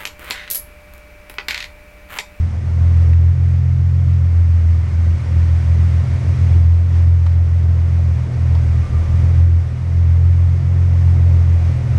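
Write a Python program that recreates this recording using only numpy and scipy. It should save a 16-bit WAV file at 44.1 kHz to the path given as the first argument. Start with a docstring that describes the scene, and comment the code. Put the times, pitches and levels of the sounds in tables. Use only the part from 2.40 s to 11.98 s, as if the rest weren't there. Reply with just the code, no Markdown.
"""A sports exhaust booms in a parking garage: a six-cylinder car idling near 850 rpm. The pipe sounds the
second and third firing harmonics; unequal cylinders add a lope. Idle hunts and lope beats dip the boom.
Gas rush, hiss and valve ticks fill the hall, with a few knocks and one thin whine as the revs sag.
A handheld camera moves, with one rustle, from the rear window to the open driver's window. Its gain
control ducks at strong booms and creeps back, so the hiss rises and falls in a sawtooth."""
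import sys
import numpy as np
from scipy import signal
from scipy.fft import rfft, irfft, next_fast_len
from scipy.io import wavfile
from scipy.ndimage import uniform_filter1d, map_coordinates

SR = 44100
rng = np.random.default_rng(int(sys.argv[2]) if len(sys.argv) > 2 else 0)


def dump_mix(stems):
    """Bounce the given channels to the path in sys.argv[1] as a 16-bit WAV at rate SR."""
    frames = np.atleast_2d(stems).T  # one column per channel
    limited = np.clip(frames, -1, 1)  # hard clip at full scale
    pcm = np.round(limited * 32767).astype(np.int16)
    wavfile.write(sys.argv[1], SR, pcm)


N = 422478
TIME_S = np.arange(N) / SR
CYLINDERS = 6

# Table levels are relative: trims and gain control follow.
# idle drift: t/s, firing rate/Hz
FIRING_RATE = [(0, 41.8), (.71, 41.97), (1.01, 43.3), (1.62, 43.3), (2.31, 41.68), (3.82, 41.78),
               (4.85, 42.68), (5.76, 41.7), (6.52, 40.3), (6.88, 42.63), (7.47, 41.8), (8.2, 43.8),
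               (8.9, 43.16), (9.58, 41.5)]
# brief boom dips, from idle hunts or the lope's beats: t/s, length/s, rate change/Hz, boom change/dB
BOOM_DIPS = [(.18, 0.3, -.4, -12), (.96, 0.085, .8, -5.5), (2.47, .2, -.3, -8), (2.83, 0.15, -.8, -11.5),
             (3.211, .13, -1, -3.5), (3.677, .1, -.1, -9.5), (3.808, .14, -.3, -10.5),
             (3.973, 0.08, 0, -9.5), (4.461, .14, 1.1, -2.5), (5.899, .2, -.6, -14.5),
             (6.481, 0.074, -.2, -19), (6.64, .13, -1, -4), (7.34, .24, -1, -15), (7.49, .18, 1, -5.5),
             (8.2, 0.22, .1, -5), (9.433, .17, -.5, -8)]
# throb, 1 x firing rate: t/s, level/dB
THROB_LEVEL = [(0, -39), (1, -33), (3.3, -47), (5.8, -38.5), (6.68, -26), (7.2, -32.5), (9.58, -34.5)]
# boom, 2 x firing rate, along the microphone's path through standing waves: t/s, level/dB
BOOM_LEVEL = [(0, -6), (.62, -7), (.8, -2.5), (1.22, -8.5), (2.13, -6), (2.38, -6.5), (3.05, -9.5),
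              (4.06, -11.5), (4.2, -4), (4.6, -5), (5.54, -8.5), (6.92, -10.5), (7.04, -4), (7.9, -6),
              (8.5, -8.5), (9, -7), (9.58, -17)]
# lope of unequal cylinders, 2.5 x firing rate: t/s, level/dB
LOPE_LEVEL = [(0, -23), (1.55, -39), (2.4, -21), (3.35, -29), (3.9, -21), (4.4, -34.5), (5.05, -23.5),
              (6.1, -33), (6.65, -25.5), (8.3, -43), (9, -33.5), (9.58, -20)]
# drone, 3 x firing rate, along the path: t/s, level/dB
DRONE_LEVEL = [(0, -23), (1.13, -13.5), (1.68, -14.6), (2.67, -21.5), (4.73, -18.5), (5.05, -21),
               (6.07, -16), (6.78, -19), (8.9, -18), (9.58, -17)]
# drone nodes crossed by the microphone: t/s, length/s, level change/dB
DRONE_NODES = [(0.155, 0.13, -11), (1.976, .18, -13), (2.25, 0.27, -12.5), (2.63, 0.22, -11),
               (4.39, 0.085, -7), (6.473, 0.063, -7.5), (6.615, .13, -10), (7.18, .11, -7),
               (9.192, .11, -11.5)]
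# weaker exhaust tones: multiple of the four-stroke cycle rate, level/dB
CYCLE_ORDERS = [(8, -47.5), (9, -43), (11, -41.5), (13, -25.5), (14, -34), (17, -32.5), (19, -42),
                (21, -50.5), (24, -36), (30, -44), (36, -49), (43, -56), (48, -58)]
# pipe and silencer resonances: f/Hz, width/Hz, level/dB
PIPE_MODES = [(85.6, 41, -1.5), (105.2, 14, -3.5), (126.8, 11, -2.5), (206, 60, -23)]
# broad noise along the path: t/s, gas level/dB, engine bay level/dB
NOISE_LEVELS = [(0, -35.6, -41.5), (.7, -33.5, -39.5), (1.5, -35.5, -41.5), (3.2, -35, -39),
                (4.1, -34.5, -40), (5.2, -33.5, -40), (6.6, -32.4, -39.5), (8, -34.5, -41), (8.9, -32, -40),
                (9.58, -33, -39.5)]
# exhaust gas: f/Hz, spectral level/dB
GAS_SPECTRUM = [(130, -10.5), (170, -4), (240, -3), (300, -6), (400, -6.5), (650, -8.5), (850, -14.5),
                (1200, -20.5), (2000, -45)]
# engine bay: f/Hz, spectral level/dB
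BAY_SPECTRUM = [(500, -13.5), (900, -2.5), (1200, 0.5), (1600, -2.5), (2100, 0), (2500, -5.5), (3000, -10),
                (4200, -14), (5200, -13), (6400, -15), (7000, -19.5), (8500, -20.5), (12000, -36),
                (15500, -44)]
# body hum along the path: t/s, level/dB
HUM_LEVEL = [(0, -35.5), (1.5, -43), (2.4, -39), (3.9, -40), (5.4, -51), (6.25, -37), (7.8, -46.5),
             (8.8, -43), (9.58, -34)]
# pumps, pulleys, panels: f/Hz, level/dB
ACCESSORY_TONES = [(251, -52), (277, -56.5), (305, -51), (335, -57), (359, -54), (553, -57.5), (1832, -67)]
# hall rumble: f/Hz, spectral level/dB
HALL_SPECTRUM = [(12, -14.5), (25, 1), (45, 1), (70, -2.5), (150, -10), (220, -13.5)]
# small contacts: t/s, level/dB, f/Hz, width/Hz, burst t60/s
CONTACTS = [(.733, -31.5, 2100, 1200, .03), (4.158, -28, 344.6, 201.5, .08),
            (4.288, -54, 11000, 4000, .008), (4.322, -38, 2900, 1210, .012),
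            (4.379, -55, 12000, 4000, .008), (4.864, -26, 1150, 1680, 0.069),
            (6.151, -37, 3500, 3000, .045), (6.15, -28, 930, 120, 0.039)]


def undb(db):
    """Decibels to gain."""
    return 10 ** (np.asarray(db) / 20)


def unit_rms(x):
    """Scale to rms 1."""
    return x / np.sqrt(np.mean(x ** 2))


def curves(table):
    """Each value column, interpolated over time."""
    times_s, *columns = np.transpose(table)
    return [np.interp(TIME_S, times_s, column) for column in columns]


def bell(centre_s, length_s):
    """Gaussian bump, height 1."""
    return np.exp(-(2 * (TIME_S - centre_s) / length_s) ** 2)


def sway(rate_hz):
    """Smooth random curve, rms 1."""
    return unit_rms(map_coordinates(rng.standard_normal(2048), [TIME_S * rate_hz], order=3, mode="wrap"))


def tone(turns):
    """Sine of rms 1, random start phase."""
    return np.sqrt(2) * np.sin(2 * np.pi * (turns + rng.random()))


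def drifting_tone(hz, drift_hz, rate_hz):
    """Sine whose pitch wanders at random."""
    return tone(np.cumsum(hz + drift_hz * sway(rate_hz)) / SR)


def pulses(turns):
    """One pulse of random size and sign per turn."""
    return np.diff(np.floor(turns), prepend=0) * rng.standard_normal(N)


def resonate(x, hz, width_hz):
    """One resonance applied twice for steep skirts; width is per pass."""
    b, a = signal.iirpeak(hz, hz / width_hz, fs=SR)
    return signal.lfilter(b, a, signal.lfilter(b, a, x + 1e-18))


def colour(x, spectrum):
    """Shape by (f/Hz, level/dB) points; rms 1."""
    hz, db = np.transpose(spectrum)
    size = next_fast_len(N)
    bins_hz = np.maximum(np.arange(size // 2 + 1) * SR / size, 1)
    shape_db = np.interp(np.log(bins_hz), np.log(hz), db, left=-100, right=-100)
    return unit_rms(irfft(rfft(x, size) * undb(shape_db), size)[:N])


def idle(tremble_hz=0.2, tremble_db=0.65):
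    """Hunts bend the firing rate; hunts and lope beats dip the boom. Rate and boom tremble slightly."""
    bend_hz = sum(hz * bell(t_s, length_s) for t_s, length_s, hz, _ in BOOM_DIPS)
    dip_db = sum(db * bell(t_s, length_s) for t_s, length_s, _, db in BOOM_DIPS)
    firing_hz = curves(FIRING_RATE)[0] + bend_hz + tremble_hz * sway(rate_hz=12)
    falter_db = dip_db + tremble_db * sway(rate_hz=12)
    return firing_hz, falter_db


def exhaust_tones(firings, falter_db, wobble_db=-28, waver_db=2):
    """Firings give the harmonics; unequal cylinders rock the boom once a cycle and add lines between."""
    throb_trim_db, boom_trim_db, lope_trim_db, drone_trim_db = -1, 0.01, -2, 0.26
    cycles = firings / CYLINDERS
    wobble = undb(wobble_db) * np.cos(2 * np.pi * cycles)
    nodes_db = sum(db * bell(t_s, length_s) for t_s, length_s, db in DRONE_NODES)
    throb = undb(curves(THROB_LEVEL)[0] + throb_trim_db) * tone(firings)
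    boom = (undb(curves(BOOM_LEVEL)[0] + falter_db + boom_trim_db) + wobble) * tone(2 * firings)
    lope = undb(curves(LOPE_LEVEL)[0] + lope_trim_db) * tone(2.5 * firings)
    drone = undb(curves(DRONE_LEVEL)[0] + nodes_db + drone_trim_db) * tone(3 * firings)
    weak_lines = sum(undb(db + waver_db * sway(rate_hz=4)) * tone(order * cycles)
                     for order, db in CYCLE_ORDERS)
    return throb + boom + lope + drone + weak_lines


def exhaust_burble(firings, level_db=-27):
    """Burns vary: each one's excess or lack rings the pipe."""
    kicks = pulses(firings)
    ringing = sum(undb(db) * resonate(kicks, hz, width_hz) for hz, width_hz, db in PIPE_MODES)
    return undb(level_db) * unit_rms(ringing)


def gas_rush(firings, puff_depth=0.062, flutter_db=0.75, trim_db=-2.5):
    """Tailpipe turbulence, one puff per firing; shallow, as the hall blurs them."""
    puffs = 1 + puff_depth * np.cos(2 * np.pi * firings)
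    flutter = undb(flutter_db * sway(rate_hz=22))
    return undb(trim_db) * colour(puffs * flutter * rng.standard_normal(N), GAS_SPECTRUM)


def engine_bay(firings, tick_db=-19, flutter_db=0.42, trim_db=-0.68):
    """Belts and intake hiss; two valves tick shut per firing."""
    hiss = rng.standard_normal(N) * undb(flutter_db * sway(rate_hz=14))
    ticks = undb(tick_db) * unit_rms(pulses(2 * firings))
    return undb(trim_db) * colour(hiss + ticks, BAY_SPECTRUM)


def reflections(x, echo_db=-22, longest_s=0.02, count=8):
    """Weak echoes off floor and car body ripple the spectrum; level is kept."""
    lags = (rng.uniform(0.1, 1, count) * longest_s * SR).astype(int)
    echoes = sum(np.roll(x, lag) for lag in lags)
    return (x + undb(echo_db) * echoes) / np.sqrt(1 + count * undb(2 * echo_db))


def body_hum():
    """The shaken body hums in a narrow band; level follows microphone position."""
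    return undb(curves(HUM_LEVEL)[0]) * drifting_tone(hz=208, drift_hz=4.5, rate_hz=20)


def accessories(waver_db=3):
    """Pumps, pulleys and shaken panels: faint wavering tones."""
    return sum(undb(db + waver_db * sway(rate_hz=5.4)) * drifting_tone(hz, drift_hz=2.8, rate_hz=25)
               for hz, db in ACCESSORY_TONES)


def garage_rumble(level_db=-36.5):
    """Low noise hanging in the concrete hall."""
    return undb(level_db) * colour(rng.standard_normal(N), HALL_SPECTRUM)


def knocks():
    """Each contact is a short noise burst ringing one resonance."""
    out = np.zeros(N)
    for t_s, db, hz, width_hz, t60_s in CONTACTS:
        decay = (TIME_S >= t_s) * undb(-60 * np.abs(TIME_S - t_s) / t60_s)
        burst = decay * rng.standard_normal(N)
        band_makeup = np.sqrt(SR / 2 / width_hz)
        out += undb(db) * band_makeup * resonate(burst, hz, width_hz)
    return out


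def handling_rustle(t_s=4.57, length_s=0.14, peak_db=4):
    """Brief rustle as the camera is handled: a gain that swells the noise for a moment."""
    return undb(peak_db * bell(t_s, length_s))


def whine(start_s=6.295, attack_s=0.22, hold_s=0.12, release_s=0.31, level_db=-47.5, spurt_db=6):
    """Thin rough tone in spurts, timed to the labouring engine's lowest revs."""
    corners_s = start_s + np.cumsum([0, attack_s, hold_s, release_s])
    envelope = np.interp(TIME_S, corners_s, [0, 1, 1, 0])
    spurts = undb(level_db + spurt_db * sway(rate_hz=22))
    return envelope * spurts * drifting_tone(hz=1188, drift_hz=17, rate_hz=110)


def gain_control(x, limit_db=-9, recovery_db_per_s=1.8, start_cut_db=4.3, window_s=0.058, lag_s=0.018):
    """Gain drops fast above the limit, then creeps back at a steady rate."""
    size = int(window_s * SR)
    power = uniform_filter1d(uniform_filter1d(x ** 2, size), size)
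    excess_db = 10 * np.log10(power + 1e-12) - limit_db
    recovered_db = recovery_db_per_s * TIME_S
    held_db = np.maximum.accumulate(np.maximum(excess_db + recovered_db, start_cut_db), axis=-1)
    cut_db = np.maximum(held_db - recovered_db, 0)
    pole = np.exp(-1 / (lag_s * SR))
    smooth_cut_db = start_cut_db + signal.lfilter([1 - pole], [1, -pole], cut_db - start_cut_db)
    return x * undb(-smooth_cut_db)


def scene():
    """One crankshaft times exhaust and valves; tones, knocks and rumble join. Mono."""
    firing_hz, falter_db = idle()
    firings = np.cumsum(firing_hz) / SR
    exhaust = exhaust_tones(firings, falter_db) + exhaust_burble(firings)
    gas_db, bay_db = curves(NOISE_LEVELS)
    gas = undb(gas_db) * reflections(gas_rush(firings))
    bay = undb(bay_db) * reflections(engine_bay(firings))
    tones = body_hum() + accessories() + whine()
    return (exhaust + handling_rustle() * (gas + bay) + tones + knocks() + garage_rumble())[None]


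def record(dry):
    """Camera: gain control, then a steep treble cut."""
    lowpass = signal.ellip(8, 0.2, 70, 15300, fs=SR, output="sos")
    return signal.sosfilt(lowpass, gain_control(dry))


dry = scene()
out = record(dry)
dump_mix(out)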